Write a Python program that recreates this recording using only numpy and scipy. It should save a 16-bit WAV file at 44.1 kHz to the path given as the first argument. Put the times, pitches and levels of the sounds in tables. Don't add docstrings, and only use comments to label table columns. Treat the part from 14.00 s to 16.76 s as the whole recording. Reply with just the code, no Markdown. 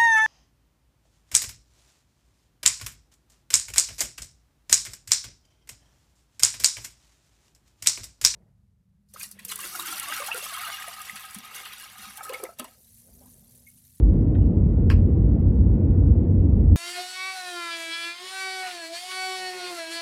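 import sys
import numpy as np
from scipy import signal
from scipy.fft import rfft, irfft, next_fast_len
from scipy.io import wavfile
from scipy.ndimage import uniform_filter1d, map_coordinates

SR = 44100
rng = np.random.default_rng(int(sys.argv[2]) if len(sys.argv) > 2 else 0)


def field_ratio(decibels):
    return 10 ** (np.asarray(decibels, dtype=float) / 20)


def transcribe(signal):
    frames = np.atleast_2d(signal).T
    limited = np.clip(frames, -1, 1)
    pcm = np.round(limited * 32767).astype(np.int16)
    wavfile.write(sys.argv[1], SR, pcm)


N = 121716


def unit(x):
    return x / np.sqrt(np.mean(x ** 2) + 1e-20)


def along(points, hz):
    f, v = np.transpose(points)
    return np.interp(np.log(hz + 1), np.log(f + 1), v)


def curves(rows):
    s, *cols = np.transpose(rows)
    return [np.interp(np.arange(N) / SR, s, c) for c in cols]


def wobble(knots_per_s):
    return map_coordinates(rng.standard_normal(400), [np.arange(N) * knots_per_s / SR])


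def filtered(x, response):
    m = next_fast_len(len(x) + 8192)
    return irfft(rfft(x, m) * response(np.fft.rfftfreq(m, 1 / SR)), m)[:len(x)]


def rush(response, patchy_db):
    z = signal.stft(rng.standard_normal(N), nperseg=1024)[2]
    field = rng.standard_normal(z.shape)
    field = uniform_filter1d(uniform_filter1d(field, 6, 0), 8, 1)
    patchy = signal.istft(z * field_ratio(patchy_db * unit(field)), nperseg=1024)[1][:N]
    return unit(filtered(patchy, response))


def ring(f, hz, width_hz):
    return 1j * f * width_hz / (hz * hz - f * f + 1j * f * width_hz)


def resonances(f, modes):
    return sum((-1) ** k * field_ratio(db) * ring(f, hz, width) for k, (hz, width, db) in enumerate(modes))


# time in seconds, level in dB.
ROLL = [(0.0, -9.5), (0.35, -23.5), (0.39, -12), (0.81, -20), (0.96, -10.5), (0.98, -17.5), (1.41, -20),
        (1.49, -10.5), (1.54, -28.5), (1.57, -16), (2.03, -19), (2.09, -6.5), (2.23, -21), (2.76, -11.5)]
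# frequency in Hz, width in Hz, level in dB.
BOOM = [(51.8, 18, -3), (80, 20, -3), (90.7, 10.7, 1)]
# frequency in Hz, density in dB per Hz.
ROAR = [(62, -40.5), (105, -5), (150, -6), (220, -8), (310, -12), (365, -19), (430, -22), (600, -32),
        (1300, -55.5), (1700, -89), (2900, -120)]
BOOM_LOW_HZ, BOOM_TOP_HZ = 39, 108
BOOM_FOLLOWS, ROAR_FOLLOWS = 0.83, 0.044
ROAR_DB = -22.5


def airframe():
    shake_db, = curves(ROLL)
    mean_db = shake_db.mean()
    swing_db = shake_db - mean_db

    def fuselage(f):
        top_cut = np.sqrt(1 + (f / BOOM_TOP_HZ) ** 8)
        low_cut = np.sqrt(1 + (BOOM_LOW_HZ / (f + 1)) ** 10)
        return resonances(f, BOOM) / top_cut / low_cut

    boom = field_ratio(mean_db - 0.07 + BOOM_FOLLOWS * swing_db) * rush(fuselage, patchy_db=0.92)
    roar_gain = field_ratio(ROAR_DB + ROAR_FOLLOWS * swing_db + 0.21 * wobble(1.0))
    return boom + roar_gain * rush(lambda f: field_ratio(along(ROAR, f)), patchy_db=0.57)


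# frequency in Hz, density in dB per Hz.
VENTS = [(590, -31.5), (1000, -7), (1450, -11), (1710, -12), (1970, -10), (2280, -18.5), (2740, -18),
         (4970, -40), (7000, -49.5), (9100, -70), (15400, -120)]
VENTS_DB = -66


def vents():
    gain = field_ratio(VENTS_DB + 0.9 * wobble(2.5))
    return gain * rush(lambda f: field_ratio(along(VENTS, f)), patchy_db=0.9)


# time in seconds, rotation in Hz, load in dB.
PUMP = [(0, 482.3, -5), (.55, 479.5, -2.5), (.7, 476, -1), (1.3, 477, -0.5), (1.5, 468, -9),
        (1.7, 486.3, 3.5), (2.2, 479.8, 3.5), (2.35, 481.2, -10.5), (2.76, 474, -1.5)]
# multiple of the rotation, level in dB rms.
PUMP_ORDERS = [(1, -45.5), (2, -79), (3, -72.5), (4, -87), (5, -91.5)]
PUMP_WANDER_HZ, PUMP_FLUTTER_DB = 1.6, 4


def pump():
    hz, load_db = curves(PUMP)
    phase = 2 * np.pi * np.cumsum(hz + PUMP_WANDER_HZ * wobble(30)) / SR
    out = np.zeros(N)
    for order, db in PUMP_ORDERS:
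        gain = np.sqrt(2) * field_ratio(db + load_db + PUMP_FLUTTER_DB * wobble(6))
        out += gain * np.sin(round(order) * phase)
    return out


# start in seconds, level in dB, panel in Hz, width in Hz, T60 in seconds.
TICKS = [(0.031, -81, 6500, 3000, 0.44), (.136, -68.5, 3250, 2500, .08), (0.135, -74.5, 8900, 9000, 0.046),
         (.348, -51.5, 1456, 250, 0.078), (0.349, -49, 1860, 300, 0.061), (0.347, -60, 2560, 500, 0.12),
         (.348, -64.5, 3124, 400, 0.14), (.348, -63.5, 3725, 400, 0.1), (.41, -69, 2840, 250, .4),
         (.349, -77.5, 10000, 5000, 0.054), (.459, -70, 3770, 3000, .06), (1.791, -76, 4400, 1200, 0.058),
         (1.792, -79, 10000, 9000, 0.036), (2.198, -84.5, 8000, 5910, 0.047), (2.24, -76, 3230, 1485, 0.12),
         (2.24, -83, 11000, 2500, 0.06), (2.669, -74, 4400, 810, 0.16), (2.667, -73.5, 8550, 7000, 0.066),
         (2.718, -88, 11000, 6000, 0.043)]
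TICK_RISE_S = 0.00041


def trim():
    out, t = np.zeros(N + SR), np.arange(SR // 4) / SR
    for s, db, hz, width, t60 in TICKS:
        noise = rng.standard_normal(len(t))
        puff = unit(filtered(noise, lambda f: ring(f, hz, width) ** 3))
        envelope = field_ratio(db - 60 * t / t60) * (1 - np.exp(-t / TICK_RISE_S))
        out[round(s * SR):][:len(t)] += envelope * puff
    return out[:N]


# frequency in Hz, T60 in seconds.
CABIN = [(900, 0.16), (2500, 0.21), (4500, 0.22), (6000, 0.13), (14000, 0.08)]


def cabin(x):
    hz, t, z = signal.stft(rng.standard_normal(SR // 3), SR, nperseg=128)
    decay = field_ratio(-60 * t / along(CABIN, hz)[:, None])
    tail = signal.istft(z * decay, SR, nperseg=128)[1]
    delayed = np.pad(x, (200, 0))
    return signal.fftconvolve(delayed, tail / np.linalg.norm(tail))[:len(x)]


# start in seconds, peak in dB.
SNAP = [
    (0.9002, -12),
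]
# delay after start in seconds, level in dB.
CONTACTS = [(.0009, -12), (.0016, -5), (.0022, 0), (.0028, 0), (.0066, -9), (.0130, -11), (.0177, -8)]
# frequency in Hz, width in Hz, level in dB.
LATCH = [(960, 200, 3), (1200, 200, 0), (1630, 170, -1), (2000, 400, -5), (2650, 660, -4),
         (3400, 400, -12.5), (4400, 950, -13), (5830, 710, -20.5), (8150, 5500, -23.5)]
LATCH_LOW_HZ, LATCH_TOP_HZ = 950, 5000
SNAP_RISE_S, CRACK_T60_S, RATTLE_S = 0.002, 0.012, 0.042
RATTLE_DB, SCRAPE_DB, SNAP_WET_DB = -3, -14, -13
CONTACT_SAMPLES = 7


def lid(f):
    low_cut = (ring(f, LATCH_LOW_HZ, 1.2 * LATCH_LOW_HZ) * 1j * f / LATCH_LOW_HZ) ** 2
    return resonances(f, LATCH) * low_cut / (1 + 1j * f / LATCH_TOP_HZ)


def latch():
    out, t = np.zeros(N + SR), np.arange(SR // 2) / SR
    for s, db in SNAP:
        rise = 1 - np.exp(-(t / SNAP_RISE_S) ** 2)
        crack = field_ratio(-60 * t / CRACK_T60_S)
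        rattle = field_ratio(RATTLE_DB) * np.exp(-(t / RATTLE_S) ** 4 - t / RATTLE_S)
        force = field_ratio(SCRAPE_DB) * rise * (crack + rattle) * rng.standard_normal(len(t))
        for after_s, contact_db in CONTACTS:
            force[round(after_s * SR):][:CONTACT_SAMPLES] += field_ratio(contact_db) * np.hanning(CONTACT_SAMPLES)
        snap = filtered(force, lid)
        snap = snap / np.abs(snap).max()
        wet = field_ratio(SNAP_WET_DB) * cabin(snap)
        out[round(s * SR) - 70:][:len(t)] += field_ratio(db - 6.5) * (snap + wet)
    return out[:N]


def scene():
    return (airframe() + vents() + pump() + trim() + latch())[None]


def low_pass(x):
    return signal.sosfilt(signal.butter(12, 15710, fs=SR, output="sos"), x)


AGC_S, AGC_SHARE = 0.025, 0.2
HISS_DB = -88.5


def record(dry):
    span = int(AGC_S * SR)
    power = np.abs(uniform_filter1d(uniform_filter1d(dry ** 2, span, axis=1), span, axis=1))
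    levelled = dry * ((power + 1e-5) / power.mean()) ** (-AGC_SHARE / 2)
    hiss = field_ratio(HISS_DB) * rng.standard_normal(dry.shape)
    return low_pass(levelled + hiss)


dry = scene()
out = record(dry)
transcribe(out)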